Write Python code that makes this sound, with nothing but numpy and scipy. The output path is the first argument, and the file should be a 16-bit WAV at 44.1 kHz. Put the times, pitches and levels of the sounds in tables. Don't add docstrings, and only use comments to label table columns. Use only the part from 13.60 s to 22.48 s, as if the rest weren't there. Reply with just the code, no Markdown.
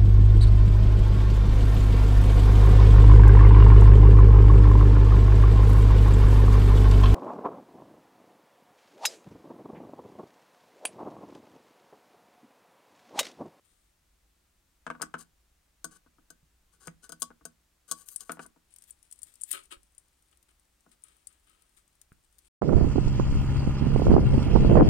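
import sys
import numpy as np
from scipy import signal
from scipy.fft import rfft, irfft, next_fast_len
from scipy.io import wavfile
from scipy.ndimage import map_coordinates

SR = 44100
rng = np.random.default_rng(int(sys.argv[2]) if len(sys.argv) > 2 else 0)


def master(y):
    cut = np.clip(np.atleast_2d(y).T, -1, 1)
    pcm = np.round(cut * 32767)
    wavfile.write(sys.argv[1], SR, pcm.astype(np.int16))


N = 391768
T = np.arange(SR // 3) / SR

# pitch_hz, gain_db, t60_s
BENCH_MODES = [(164.5, -6, 0.24), (202, -9, 0.19), (238.2, -3, 0.17), (277.4, 7.5, 0.044),
               (318, -0.5, 0.11)]
BLADE_MODES = [(458, -1, 0.05), (508, -6.5, 0.087), (670, -0.5, 0.069), (1257, -2.5, 0.054),
               (1494.5, 4, 0.07), (1538, -5.5, 0.059), (1657, -16, 0.078)]
# freq_hz, gain_db
KNOCK_EQ = [(100, -32), (350, -13), (470, 2.5), (580, -11.5), (690, 1.5), (850, 0.5), (1100, 7.5),
            (1530, 6), (1900, -6.5), (2900, -11.5), (4200, -23), (6500, -23), (8700, -19), (16000, -68)]
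FIZZ_EQ = [(2000, -37), (6000, -17), (11000, 3.5), (13000, -3.5), (16000, -11.5)]
# time_s, level_db
HANDLING = [(5.05, -82.5), (5.16, -67), (5.35, -75.5), (5.52, -68), (5.68, -72.5), (5.98, -56.5),
            (6.12, -74), (6.29, -74.5), (6.96, -83), (7.87, -76.5), (8.49, -81.5), (8.88, -70)]


def amp(db):
    return 10 ** (np.asarray(db) / 20)


def unit(x, span_s=None):
    return x / np.sqrt(np.sum(x ** 2) / (span_s * SR if span_s else len(x)) + 1e-20)


def along(points, hz):
    freqs, values = np.transpose(points)
    return np.interp(np.log(hz + 1), np.log(freqs + 1), values)


def fade(t, t60):
    return np.exp(-np.log(1000) * t / t60)


def swell(rise, t60):
    return np.minimum(T / rise, 1) * fade(np.maximum(T - rise, 0), t60)


def wobble(size, knots_per_s):
    knots = rng.standard_normal(int(size * knots_per_s / SR) + 4)
    return map_coordinates(knots, [np.arange(size) * knots_per_s / SR])


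def add(track, start_s, x):
    part = track[round(start_s * SR):][:len(x)]
    part += x[:len(part)]


def colour(x, eq):
    size = 2 * next_fast_len(x.shape[-1] // 2 + len(T) // 4)
    cepstrum = irfft(np.log(amp(along(eq, np.fft.rfftfreq(size, 1 / SR)))))
    cepstrum[1:size // 2] *= 2
    cepstrum[size // 2 + 1:] = 0
    return irfft(rfft(x, size) * np.exp(rfft(cepstrum)), size)[..., :x.shape[-1]]


def resonate(x, peaks):
    size = next_fast_len(len(x) + len(T))
    hz = np.fft.rfftfreq(size, 1 / SR)
    body = sum((-1) ** k * amp(db) * 1j * hz * width / (pitch ** 2 - hz ** 2 + 1j * hz * width)
               for k, (pitch, width, db) in enumerate(peaks))
    return irfft(rfft(x, size) * body, size)[:len(x)]


def ring(modes, attack):
    hz, db, t60 = np.transpose(modes)[:, :, None]
    strength, detune, phase = rng.standard_normal((3, len(modes), 1))
    waves = amp(db + 2 * strength) * np.sin(2 * np.pi * (hz * (1 + .005 * detune) * T + phase))
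    return np.sum(fade(T, t60) * waves, axis=0) * (1 - np.exp(-T / attack))


def burst(attack, t60):
    return rng.standard_normal(len(T)) * (1 - np.exp(-T / attack)) * fade(T, t60)


def grit(size, slips_per_s, spread_db, hiss):
    slips = (rng.random(size) < slips_per_s / SR) * rng.choice([-1, 1], size)
    strength = amp(spread_db * rng.uniform(-1, 1, size))
    return unit(unit(slips * strength) + hiss * rng.standard_normal(size))


def hush(level_db=-73):
    hiss_eq = [(40, -24), (100, -18), (170, -19), (250, -22), (320, -20), (430, -26), (1200, -26),
               (5000, -30), (8800, -29.5), (11000, -33.5), (16000, -34.5)]
    likeness = [(60, 1), (300, 0.6), (600, 0), (1500, 0.44)]
    balance = [(300, 1.5), (800, 0.5), (2000, 3), (6000, 0), (7400, 2.5), (8500, -2), (9700, 0.5),
               (11000, 0)]
    hz = np.fft.rfftfreq(N, 1 / SR)
    mid, side = rfft(rng.standard_normal((2, N))) * amp(along(hiss_eq, hz))
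    side *= np.tan(np.arccos(np.clip(along(likeness, hz), 0, 1)) / 2)
    lean = amp(along(balance, hz) / 2)
    pair = irfft(np.array([(mid + side) * lean, (mid - side) / lean]), N)
    return amp(level_db) * pair / pair.std()


def rumble(gain_db=3):
    drift = [(0.0, -76), (3.26, -73.5), (4.1, -79), (8.66, -77), (8.88, -80)]
    rumble_eq = [(12, -15.5), (25, -2), (37, -8), (50, 2), (70, -4), (100, -20.5), (200, -24.5),
                 (600, -103)]
    drift_db = np.interp(np.arange(N) / SR, *np.transpose(drift))
    return amp(gain_db + drift_db) * unit(colour(rng.standard_normal(N), rumble_eq))


def fingers(rustle_db=1, crinkle_db=2, clump_db=3):
    # start_s, rise_s, t60_s, level_db, grip (0 brushing foil, 1 pressing on the body)
    rubs = [(.03, 0.023, 0.98, -61, 0.46), (5.264, 0.038, .02, -54, 0.075), (5.651, 0.016, .43, -54.5, .3),
            (5.855, 0.058, .11, -48, 0), (5.905, .008, 0.13, -32, 0.034), (5.927, 0.0066, 0.2, -38.5, 0.94),
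            (6.103, 0.023, 0.089, -42.5, 0.93), (6.717, .01, 0.088, -67.5, 1),
            (6.883, 0.0032, 0.16, -65, 0.86), (7.312, 0.0041, 0.1, -55.5, 0.52),
            (7.441, 0.007, 0.61, -58.5, 0.73), (7.679, .03, 0.46, -65.5, 0.78),
            (7.862, 0.0067, 0.95, -63, 0.92), (8.167, 0.004, 0.14, -55, 0.45)]
    held_body = [(373, 48, 4.5), (558, 42, 1), (1250, 133, 8.5), (1680, 280, -3), (2350, 540, 2.5),
                 (3070, 320, 6), (3830, 300, -2.5), (4370, 67, 3), (6250, 320, -31)]
    crinkle_eq = [(500, -52.5), (2500, -12.5), (6500, -19), (7500, -9), (8200, -6), (9500, -3.5),
                  (10500, -14.5), (12000, -26), (16000, -32)]
    out = np.zeros(N)
    for start, rise, t60, db, grip in rubs:
        slide = swell(rise, t60)
        slips = slide * grit(len(T), slips_per_s=1200, spread_db=10, hiss=.5)
        rustle = amp(rustle_db) * unit(colour(slips, crinkle_eq))
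        body = amp(-19 + 23 * grip) * unit(resonate(slips, held_body))
        fizz = amp(3 - 34 * grip) * unit(colour(slips, FIZZ_EQ))
        add(out, start, slide.std() * amp(db) * (rustle + body + fizz))
    crinkle = grit(N, slips_per_s=500, spread_db=12, hiss=.8)
    crinkle *= amp(clump_db * wobble(N, knots_per_s=45))
    return out + amp(crinkle_db + handling_db(np.arange(N) / SR)) * unit(colour(crinkle, crinkle_eq))


def handling_db(time_s):
    return np.interp(time_s, *np.transpose(HANDLING), left=-120)


def knocks(hard_db=-36, blade_db=-6, rock_s=.009, rock_db=-8, thud_db=-46, skid_db=-20.5):
    drops = [(1.2664, -36.5), (1.302, -34), (1.351, -51), (1.398, -52), (1.412, -42), (1.4251, -36),
             (1.5407, -34), (2.463, -66), (2.584, -66), (3.7044, -53.5), (3.811, -64.5), (4.695, -35),
             (4.7187, -47.5), (4.771, -53), (4.7934, -41.5), (4.856, -57), (4.962, -67), (7.263, -64)]
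    out = np.zeros(N)
    for start, db in drops:
        force_db = db - hard_db
        contact = unit(burst(attack=0.00055, t60=0.029))
        contact[0] += 0.68 * np.sqrt(len(T))
        add(contact, rock_s, amp(rock_db) * unit(burst(attack=0.00071, t60=0.023)))
        body = unit(colour(contact, KNOCK_EQ)) + amp(blade_db) * unit(ring(BLADE_MODES, attack=0.0007))
        body = colour(body, [(800, 0), (2000, 0.33 * force_db)])
        add(out, start, amp(db) * unit(body, 0.023))
        thud = ring(BENCH_MODES, attack=0.0026)
        add(out, start, amp(thud_db + 0.64 * force_db) * unit(thud, 0.015))
        skid = swell(rise=0.011, t60=0.22) * grit(len(T), slips_per_s=300, spread_db=12, hiss=.4)
        add(out, start, amp(db + skid_db) * unit(colour(skid, KNOCK_EQ), 0.023))
    return out


def taps(hard_db=-28, rebound_s=0.0086, shaft_db=-6, wood_db=-3, note_db=-44.5, bench_db=-8):
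    strikes = [(1.4175, -30.5, -45), (2.2431, -34.5, -43.5), (2.7028, -49, -56.5), (3.2713, -42.5, -46.5),
               (3.4922, -46, -52), (3.5203, -41, -49.5), (3.6196, -26.5, -45.5), (3.8523, -39.5, -48.5),
               (4.3124, -26.5, -45.5), (4.6061, -41, -78)]
    click_eq = [(300, -42), (2000, -22), (2700, -20.5), (3200, -6), (3700, -13.5), (4200, -10.5),
                (6000, -7.5), (7300, -4.5), (8400, 3.5), (9600, 0.5), (10800, -8.5), (14000, -16),
                (16000, -21)]
    # pitch_hz, gain_db, t60_s
    shaft_modes = [(4780, -10.5, 0.049), (5020, 4.5, 0.02), (6435, 4.5, 0.048), (6660, 1, 0.056),
                   (6600, -6.5, 0.033), (9660, -4, 0.017), (9050, 4.5, 0.026)]
    blade_note = [(1128, 0, 0.072)]
    out = np.zeros(N)
    for start, click_db, clack_db in strikes:
        force_db = click_db - hard_db
        contact = burst(attack=0.00087, t60=0.024)
        add(contact, rebound_s, amp(-5 + 0.27 * force_db) * burst(attack=0.00015, t60=0.014))
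        click = unit(colour(contact, click_eq)) + amp(shaft_db) * unit(ring(shaft_modes, attack=0.00051))
        clack = unit(ring(BLADE_MODES, attack=0.0025)) + amp(wood_db) * unit(colour(contact, KNOCK_EQ))
        add(out, start, amp(click_db) * unit(click, 0.021) + amp(clack_db) * unit(clack, 0.024))
        add(out, start, amp(note_db + 1.53 * force_db) * unit(ring(blade_note, attack=0.012), 0.043))
        add(out, start, amp(clack_db + bench_db) * unit(ring(BENCH_MODES, attack=0.0068), 0.026))
    return out


def scrapes(uneven_db=2, blade_db=-5, fizz_db=-19.5):
    # start_s, end_s, level_db, bite (0 gliding on steel, 1 dragging foil)
    strokes = [(1.58, 1.636, -49.5, 0.2), (2.308, 2.376, -57.5, 0), (3.121, 3.165, -66.5, 0.1),
               (3.2, 3.286, -57, 0), (3.422, 3.473, -53.5, 0), (3.596, 3.617, -56.5, 1),
               (4.277, 4.336, -51.5, 0.32), (4.345, 4.45, -55, 0.46), (4.455, 4.573, -55, 0.88),
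               (4.593, 4.642, -51.5, 0.44), (4.643, 4.775, -60.5, 0.47), (4.793, 4.855, -54, 0)]
    # pitch_hz, width_hz, gain_db
    rasp_peaks = [(3150, 320, -7), (3900, 500, -6.5), (4930, 710, -2.5), (6240, 200, 4.5), (7070, 800, 3.5),
                  (8040, 1530, 4), (9360, 960, 6.5)]
    blade_peaks = [(200, 92, -9), (453, 86, -3.5), (773, 54, -4), (1134, 35, 7), (1506, 42, 4.5),
                   (1700, 97, -6), (2990, 115, -10)]
    out = np.zeros(N)
    for start, end, db, bite in strokes:
        length = end - start
        arch = np.sqrt(np.abs(np.sin(np.pi * np.minimum(T / length, 1))))
        pressure = arch * amp(uneven_db * wobble(len(T), knots_per_s=70.5))
        slips = pressure * grit(len(T), slips_per_s=2000, spread_db=12, hiss=.8)
        rasp = colour(resonate(slips, rasp_peaks), [(5000, -4 * bite), (7000, 0)])
        add(out, start, amp(db) * unit(rasp, length))
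        add(out, start, amp(db + blade_db - 14.5 * bite) * unit(resonate(slips, blade_peaks), length))
        add(out, start, amp(db + fizz_db + 24 * bite) * unit(colour(slips, FIZZ_EQ), length))
    return out


def bumps():
    blows = [(2.83, -64, 0.065, 156, -80), (3.281, -48, 0.15, 168, -44.5), (6.169, -56.5, 0.074, 46.5, -67),
             (8.519, -43, 0.012, 125, -60)]
    out = np.zeros(N)
    for start, tone_db, t60, hz, contact_db in blows:
        add(out, start, amp(tone_db) * 2 * np.sin(2 * np.pi * hz * T) * fade(T, t60))
        contact = colour(burst(attack=0.00023, t60=0.0027), KNOCK_EQ)
        add(out, start, amp(contact_db) * unit(contact, 0.0096))
    return out


def crease(ping_db, snap_db, pitch_hz=9230, scatter=0.026, width_hz=1000):
    snap_eq = [(200, -31), (1200, -15), (2500, -11), (5000, -1.5), (7000, 2.5), (11000, 3), (14000, -1.5),
               (16000, -9.5)]
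    port_eq = [(3000, -16), (6500, -6.5), (7800, -2), (9800, -5), (11000, -8), (16000, -20)]
    give = np.minimum(T / .001, 1) ** 2
    pop = colour(give * burst(attack=0.00041, t60=0.02), snap_eq)
    ping_hz = pitch_hz * (1 + scatter * rng.standard_normal())
    ping = colour(resonate(pop, [(ping_hz, width_hz, 0)]), port_eq)
    return amp(ping_db) * unit(ping, 0.0035) + amp(snap_db) * unit(pop, 0.0035)


def ticks(faint_per_s=10, over_rustle_db=14.5, spread_db=3.5):
    loud_creases = [(4.4861, -46, -34), (4.56, -24, -34.5), (4.718, -32.5, -32.5), (4.862, -44, -51),
                    (5.138, -46.5, -60), (5.161, -49, -45), (5.184, -46.5, -51), (5.238, -53, -50.5),
                    (5.306, -36, -54), (5.512, -42.5, -50), (5.524, -37.5, -42), (5.589, -47, -54),
                    (5.618, -43, -48), (5.631, -32, -38), (5.811, -36, -47), (5.816, -31, -50),
                    (5.834, -24.5, -37.5), (5.914, -20, -34.5), (5.928, -27, -31), (6.123, -42, -57),
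                    (6.38, -41.5, -50.5), (6.827, -68, -55), (7.437, -39.5, -49), (7.67, -35, -42),
                    (8.414, -54, -45.5), (8.788, -66, -49.5)]
    out = np.zeros(N)
    for start, ping_db, snap_db in loud_creases:
        add(out, start, crease(ping_db, snap_db - 2))
    for slot in np.arange(HANDLING[0][0], HANDLING[-1][0], 1 / faint_per_s):
        start = slot + rng.random() / faint_per_s
        db = handling_db(start) + over_rustle_db + spread_db * rng.standard_normal()
        add(out, start, crease(db, db - 1))
    return out


def room(x, onset_s=0.0034):
    decay = [(150, 0.32), (1000, 0.18), (8000, 0.13), (16000, 0.081)]
    hz, t, bands = signal.stft(rng.standard_normal((2, len(T))), SR, nperseg=256)
    _, tail = signal.istft(bands * fade(t, along(decay, hz)[:, None]), SR, nperseg=256)
    tail = tail[:, :len(T)] * np.minimum(T / onset_s, 1)
    return signal.fftconvolve(x[None], tail / np.linalg.norm(tail[0]), axes=1)[:, :N]


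def far_port(x, delay_s):
    scatter = unit(burst(attack=0.00097, t60=0.056), 1 / SR)
    treble = colour(x, [(300, -24), (1200, -9), (4000, -3)])
    scattered = signal.fftconvolve(treble, scatter)[:N]
    direct = colour(x, [(1200, 0), (4000, -3)])
    return np.roll(direct + scattered, round(delay_s * SR))


def scene(left_room_db=-15, right_room_db=-10):
    shade_eq = [(290, 0), (450, -4.5), (800, -14), (1200, -9), (1600, -3), (2500, -7), (5000, -9.5),
                (6300, -13), (8500, -24), (10500, -20.5), (13500, -1.5), (16000, -15.5)]
    tool = taps() + knocks() + bumps() + scrapes()
    hand = ticks() + fingers()
    left_tail, right_tail = room(tool + hand)
    left = tool + hand + amp(left_room_db) * left_tail
    right = far_port(tool, delay_s=0) + far_port(hand, delay_s=.00058) + amp(right_room_db) * right_tail
    return np.array([left, colour(right, shade_eq)]) + hush() + rumble()


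def record(dry, top_hz=16200):
    hz = np.fft.rfftfreq(N, 1 / SR)
    return irfft(rfft(dry) / (1 + (hz / top_hz) ** 120), N)


dry = scene()
out = record(dry)
master(out)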